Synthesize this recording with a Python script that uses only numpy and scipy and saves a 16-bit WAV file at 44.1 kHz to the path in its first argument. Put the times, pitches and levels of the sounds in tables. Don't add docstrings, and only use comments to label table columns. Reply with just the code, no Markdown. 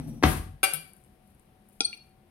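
import sys
import numpy as np
from scipy import signal
from scipy.fft import rfft, irfft
from scipy.io import wavfile
from scipy.ndimage import uniform_filter1d

SR = 44100
rng = np.random.default_rng(int(sys.argv[2]) if len(sys.argv) > 2 else 0)


def file_out(sig):
    cols = np.atleast_2d(sig).T
    lim = np.clip(cols, -1, 1)
    pcm = np.round(lim * 32767).astype(np.int16)
    wavfile.write(sys.argv[1], SR, pcm)


def gain_from_decibels(decibels):
    exponent = np.asarray(decibels, float) / 20
    return 10 ** exponent


N = 101429


def level(x, db):
    return x * gain_from_decibels(db) / np.sqrt(np.mean(x ** 2))


def read(table, hz):
    table_hz, values = np.array(table)[:, :2].T
    return np.interp(np.log(np.maximum(hz, 1)), np.log(table_hz), values)


def curve(table, t):
    return gain_from_decibels(np.interp(t, *np.array(table).T, left=-200, right=-200))


def colour(x, table):
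    log_gain = read(table, np.arange(4097) * SR / 8192) * np.log(10) / 20
    cepstrum = irfft(log_gain)
    cepstrum[1:4096] *= 2
    cepstrum[4097:] = 0
    response = irfft(np.exp(rfft(cepstrum)))
    return signal.fftconvolve(x, response)[:len(x)]


def band(x, hz, width):
    return signal.lfilter(*signal.iirpeak(min(hz, 0.45 * SR), hz / width, fs=SR), x)


def ring(x, hz, t60):
    pole = np.exp(2j * np.pi * hz / SR - np.log(1000) / (t60 * SR))
    return signal.lfilter([1, 0, -1], [1, -2 * pole.real, abs(pole) ** 2], x) / 2


def noise():
    return rng.standard_normal(N)


def walk(rate):
    k = int(SR / rate)
    steps = np.repeat(rng.standard_normal(N // k + 1), k)
    return 2.2 * uniform_filter1d(uniform_filter1d(steps, k), k)[:N]


def sweep(hz):
    return np.sin(2 * np.pi * np.cumsum(hz) / SR)


def alike(a, b):
    side = signal.lfilter(*signal.butter(1, 490, "high", fs=SR), b)
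    return np.array([a + side, a - side]) / np.sqrt(2)


def struck(t, blows, modes, crack):
    press_s = 0.0006
    shiver_db, shiver_times = -15, 3.3
    out = np.zeros(N)
    u = t[:SR // 2]
    for start_s, ring_db, crack_db, contact_s, rattle_s in blows:
        strength, chance, hiss = rng.standard_normal((3, len(u)))
        taps = 0.5 * np.exp(-u / rattle_s) * strength * (chance > 1.9)
        taps[int(press_s * SR)] = 1
        soft = np.exp(-1 / (contact_s * SR))
        push = signal.lfilter([(1 - soft) ** 2], [1, -2 * soft, soft ** 2], taps)
        fade = np.exp(-u / rattle_s) + gain_from_decibels(shiver_db) * np.exp(-u / rattle_s / shiver_times)
        fade = fade * (1 - np.exp(-u / press_s))
        blow = gain_from_decibels(crack_db) * colour(hiss * fade, crack)
        for hz, db, t60 in modes:
            spot_db, side = rng.standard_normal(2)
            blow += np.sign(side) * gain_from_decibels(ring_db + db + spot_db) * ring(push, hz, t60)
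        first = int(start_s * SR)
        out[first:][:len(u)] += blow[:N - first]
    return out


# (time [s], level [dB])
ROLL = [
    (0, -32),
    (.03, -44.5),
    (.078, -33.5),
    (.12, -39.5),
    (.17, -40.5),
    (.2, -44.5),
    (.228, -48.5),
]
# (frequency [Hz], width [Hz], level [dB])
ROLL_BODY = [(44, 11, -11), (124, 33, -7), (155.6, 11, -7), (244, 40, -4.5), (453, 99, -29.5),
             (637.3, 41, -29.5), (806, 78, -32)]
# (start [s], end [s], first pitch [Hz], last pitch [Hz], level [dB])
RUNNER_SQUEAKS = [
    (0, 0.069, 12900, 13880, -80.5),
    (.14, 0.219, 12510, 12900, -93),
]


def rolling_drawer(t):
    bumps = noise()
    body = sum(gain_from_decibels(db) * band(band(bumps, hz, width), hz, width) / np.sqrt(width)
               for hz, width, db in ROLL_BODY)
    rumble = level(body, 0)[::-1]
    hiss = gain_from_decibels(-31.5 + 2 * walk(70)) * noise()
    out = curve(ROLL, t) * (rumble + hiss)
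    out += level(band(noise(), 5770, 40), -72) * (t < SLAMS[0][0])
    for start, end, first_hz, last_hz, db in RUNNER_SQUEAKS:
        glide = np.interp(t, [start, end], [first_hz, last_hz])
        out += gain_from_decibels(db) * sweep(glide) * (t >= start) * (t < end)
    return out


# (frequency [Hz], level per Hz [dB])
KITCHEN = [(25, 2.5), (100, -6.5), (250, -16.5), (700, -20), (1200, -29.5), (3000, -36), (7000, -44.5),
           (16000, -45.5)]
# (frequency [Hz], width [Hz], level [dB])
HUM = [(198, 20, -68.5), (226, 9, -75), (352, 9, -78.5), (133, 10, -72)]


def kitchen():
    air = level(alike(colour(noise(), KITCHEN), colour(noise(), KITCHEN)), -60.5) * gain_from_decibels(walk(3))
    whine = gain_from_decibels(-72 + 1.2 * walk(24)) * sweep(748 * (1 + 0.004 * walk(5.4)))
    hum = sum(level(band(noise(), hz, width), db) for hz, width, db in HUM)
    return air + whine + hum


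# (time [s], ring level [dB], crack level [dB], contact [s], rattle length [s])
SLAMS = [
    (0.2259, -23, -23.5, 0.0001, 0.0013),
    (0.2335, -20, -17, 0.000025, 0.0021),
    (0.2352, -18, -14.5, 0.000019, 0.0025),
    (.2368, -21, -12.5, 0.00003, 0.0038),
    (0.245, -25, -24, 0.0002, .014),
]
# (time [s], ring level [dB], crack level [dB], contact [s], rattle length [s])
BOOMS = [
    (0.238, -19, -68, 0.001, 0.0045),
    (0.252, -15.5, -76.5, 0.00056, 0.003),
    (0.265, -13, -73, .0012, 0.0012),
    (0.29, -21.5, -73.5, 0.00088, 0.0029),
    (.34, -27, -71, 0.0013, 0.0027),
    (0.396, -19.5, -72.5, 0.0024, 0.002),
    (0.446, -28, -70.5, 0.0028, 0.002),
    (0.489, -30, -72.5, 0.0023, 0.0034),
    (.535, -35.5, -72.5, 0.0041, 0.0028),
]
# (frequency [Hz], level [dB], fade by 60 dB [s])
DRAWER_FRONT = [(284, -3.5, 0.05), (360.4, -8.5, 0.024), (426, -7, 0.06), (538, -9.5, 0.012),
                (653, -6, 0.038), (747.5, -9, 0.096), (883, -10, .05), (1090, -14.5, 0.027),
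                (1326, -11, .04), (1590, -11, 0.058), (2038, -6.5, 0.056), (2475, -3, 0.014),
                (2840, -12.5, 0.015), (4288, -10.5, 0.02)]
# (frequency [Hz], level [dB], fade by 60 dB [s])
CABINET = [(50, -20.5, 0.61), (91.8, -6.5, 0.29), (126, -2, 0.08), (154, -1.5, 0.13), (191.9, -10.5, 0.18),
           (243, -8.5, 0.075)]
# (frequency [Hz], level [dB])
WOOD_CRACK = [(150, -17), (300, 0.5), (600, 11), (2500, -1), (4500, -9), (6500, -7.5), (8500, -30),
              (16000, -40.5)]


def slam(t):
    return struck(t, SLAMS, DRAWER_FRONT, WOOD_CRACK) + struck(t, BOOMS, CABINET, WOOD_CRACK)


# (time [s], level [dB])
SLIDE = [
    (0.226, -53.5),
    (0.238, -44),
    (0.298, -34),
    (0.534, -78),
    (0.55, -74.5),
]


def sliding_contents(t):
    grains = noise() * gain_from_decibels(walk(330))
    return curve(SLIDE, t) * level(band(grains, 10000, 21000), -4)


# (time [s], ring level [dB], crack level [dB], contact [s], rattle length [s])
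CLASHES = [
    (0.63, -11, -15.5, 0.000031, 0.0032),
    (.636, -25, -16, 0.000012, 0.0072),
    (0.647, -28, -28, 0.000027, 0.0025),
]
# (time [s], ring level [dB], crack level [dB], contact [s], rattle length [s])
CLINKS = [
    (0.7343, -50.5, -17, 0.000011, 0.0022),
    (.7412, -33.5, -26, 0.0000049, 0.0041),
]
# (frequency [Hz], level [dB], fade by 60 dB [s])
CUTLERY = [(470, -8.5, 0.015), (767, -16, 0.077), (1334, -12.5, 0.043), (1563, -11.5, 0.13),
           (2261, -20, 0.23), (2365, -12, 0.12), (2800, -17, 0.14), (3370, -21.5, 0.18), (4630, -25.5, .3),
           (4882, -25, .15), (5250, -30, 0.38), (5800, -22.5, .12), (7160, -13.5, 0.073),
           (8662, -17.5, .12), (9200, -12, 0.1), (9800, -16.5, .07), (10520, -13.5, .035),
         (11500, -12.5, 0.15)]
# (frequency [Hz], level [dB])
STEEL_CRACK = [(250, -37.5), (500, -3.5), (1500, -3), (3000, -4), (6000, -8), (10000, -5.5), (16000, -12)]
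# (frequency [Hz], level [dB])
TIP_CRACK = [(500, -40), (3000, -5), (7000, -17.5), (9500, -0.5), (13000, -7.5), (16000, -6.5)]


def clashing_cutlery(t):
    steel = CUTLERY
    return struck(t, CLASHES, steel, STEEL_CRACK) + struck(t, CLINKS, steel, TIP_CRACK)


def handle_thud(t):
    start_s, hz, db, t60 = 0.735, 155, -40, 0.22
    u = t - start_s
    fade = gain_from_decibels(-60 * abs(u) / t60) * np.clip(u / 0.006, 0, 1)
    return gain_from_decibels(db) * np.sin(2 * np.pi * hz * u) * fade


# (time [s], level [dB])
STIR = [
    (.85, -70),
    (1.15, -78.5),
    (1.2, -90),
    (1.27, -75),
    (1.55, -92),
    (1.68, -79),
    (1.71, -74),
    (1.8, -70.5),
    (2.1, -79.5),
]
# (time [s], peak level [dB], frequency
# [Hz])
TICKS = [(0.9343, -46, 9920), (0.9658, -49, 11090), (1.0161, -64, 11100), (1.0385, -55, 8800),
         (1.0468, -55.5, 9110), (1.276, -60, 10640), (1.348, -58, 10000), (1.3962, -53.5, 8660),
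         (1.6877, -55, 10500), (1.6972, -58, 10070), (1.7074, -59, 10660),
         (1.870, -53, 10800),
    (1.892, -53, 13000),
    (1.963, -62, 12000),
    (1.689, -47, 15300),
]


def food(t):
    width_hz, tick_db = 3300, 2
    out = curve(STIR, t) * gain_from_decibels(1.8 * walk(130)) * band(noise(), 10600, 6140)
    for start_s, db, hz in TICKS:
        tick = noise() * (t >= start_s) * np.exp(-np.maximum(t - start_s, 0) / 0.0012)
        out += gain_from_decibels(db + tick_db) * band(band(tick, hz, width_hz), hz, width_hz)
    return out


# (time [s], ring level [dB], crack level [dB], contact [s], rattle length [s])
KNOCKS = [
    (1.8053, -24, -28.5, 0.000021, 0.0036),
]
# (time [s], ring level [dB], crack level [dB], contact [s], rattle length [s])
TAPS = [
    (1.9288, -44.5, -51, 0.000062, .001),
]
# (frequency [Hz], level [dB], fade by 60 dB [s])
DISH = [(280, -12, 0.021), (466, -20, 0.063), (800, -13.5, 0.045), (1395, -17, 0.085), (2430, -4.5, 0.029),
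        (2550, -10, 0.024), (3350, -8, 0.06), (3980, -2, 0.013), (4830, 5, 0.014), (5400, -11.5, 0.036),
        (5880, 3, 0.028), (9010, -8.5, 0.034)]
# (frequency [Hz], level [dB], fade by 60 dB [s])
DISH_EDGE = [(2390, 12.3, 0.033), (2796, 8.9, 0.042), (3320, 1.1, 0.024), (3670, 2.2, 0.039)]
# (frequency [Hz], level [dB])
GLASS_CRACK = [(150, -50.5), (450, -22), (1100, -34), (2800, 3.5), (4500, -6), (9500, 2.5), (12000, -28),
               (16000, -61)]


def knocked_dish(t):
    return struck(t, KNOCKS, DISH, GLASS_CRACK) + struck(t, TAPS, DISH_EDGE, GLASS_CRACK)


def squeak(t):
    start_s, rise_s, fall_s, ring_s = 1.843, 0.012, 0.0049, 0.056
    u = np.maximum(t - start_s, 0)
    rise = np.sin(np.pi / 2 * u / rise_s) ** 2
    skid = np.where(u < rise_s, rise, np.exp(-(u - rise_s) / fall_s))
    after = 0.12 * (u > 0) * gain_from_decibels(-60 * u / ring_s + 3.9 * walk(86)) * (1 - np.exp(-u / rise_s))
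    phase = 2 * np.pi * np.cumsum(4392 * (1 + 0.0036 * walk(50))) / SR
    partials_db = (-21.5, -32.5, -72)
    tone = sum(gain_from_decibels(db) * np.sin((k + 1) * phase) for k, db in enumerate(partials_db))
    return (skid + after) * tone


# (frequency [Hz], fade by 60 dB [s])
ROOM_T60 = [(60, 0.45), (300, 0.41), (2000, 0.41), (8000, 0.3), (16000, 0.082)]


def room(x):
    t = np.arange(SR // 2) / SR
    tails = []
    for _ in range(2):
        tail = sum(band(rng.standard_normal(len(t)), hz, 0.83 * hz) * gain_from_decibels(-60 * t / read(ROOM_T60, hz))
                   for hz in 60 * 2 ** np.arange(9))
        tails.append(tail * np.minimum(t / 0.0049, 1))
    echoes = alike(*tails)
    echoes = echoes / np.sqrt(np.sum(echoes[0] ** 2))
    return signal.fftconvolve(x[None], echoes, axes=1)[:, :N]


def scene():
    t = np.arange(N) / SR
    cutlery = clashing_cutlery(t) + handle_thud(t)
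    dish = knocked_dish(t) + squeak(t) + food(t)
    drawer = rolling_drawer(t) + sliding_contents(t) + slam(t)
    sources = drawer, cutlery, dish
    right_leads = (4, 36, -3)
    echo_db = (-5.5, -6.5, -12.5)
    direct = sum(np.array([np.roll(x, lead), x]) for x, lead in zip(sources, right_leads))
    into_room = sum(gain_from_decibels(db) * x for x, db in zip(sources, echo_db))
    return direct + room(into_room) + kitchen()


# (frequency [Hz], level [dB])
MIC_LEFT = [(60, 3), (700, 4.5), (2500, 7), (5000, 4.5), (7300, -2.5), (8700, 13), (11500, 15),
            (15500, 3.5)]
# (frequency [Hz], level [dB])
MIC_RIGHT = [(60, 1), (300, 0), (700, -3.5), (2500, 3), (5000, 0.5), (7500, 2), (9000, -26), (15500, -10.5)]


def microphones(dry):
    lead_in = 4096
    dry = np.pad(dry, ((0, 0), (lead_in, 0)), "reflect")
    ports = np.array([colour(dry[0], MIC_LEFT), colour(dry[1], MIC_RIGHT)])
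    ports = signal.sosfilt(signal.butter(2, 45, "high", fs=SR, output="sos"), ports)
    ports = signal.sosfilt(signal.ellip(8, 0.5, 45, 15900, fs=SR, output="sos"), ports)
    return ports[:, lead_in:]


def roll_off(x):
    return signal.sosfilt(signal.butter(12, 16700, fs=SR, output="sos"), x)


def record(dry):
    mix = microphones(dry)
    return roll_off(mix)


dry = scene()
out = record(dry)
file_out(out)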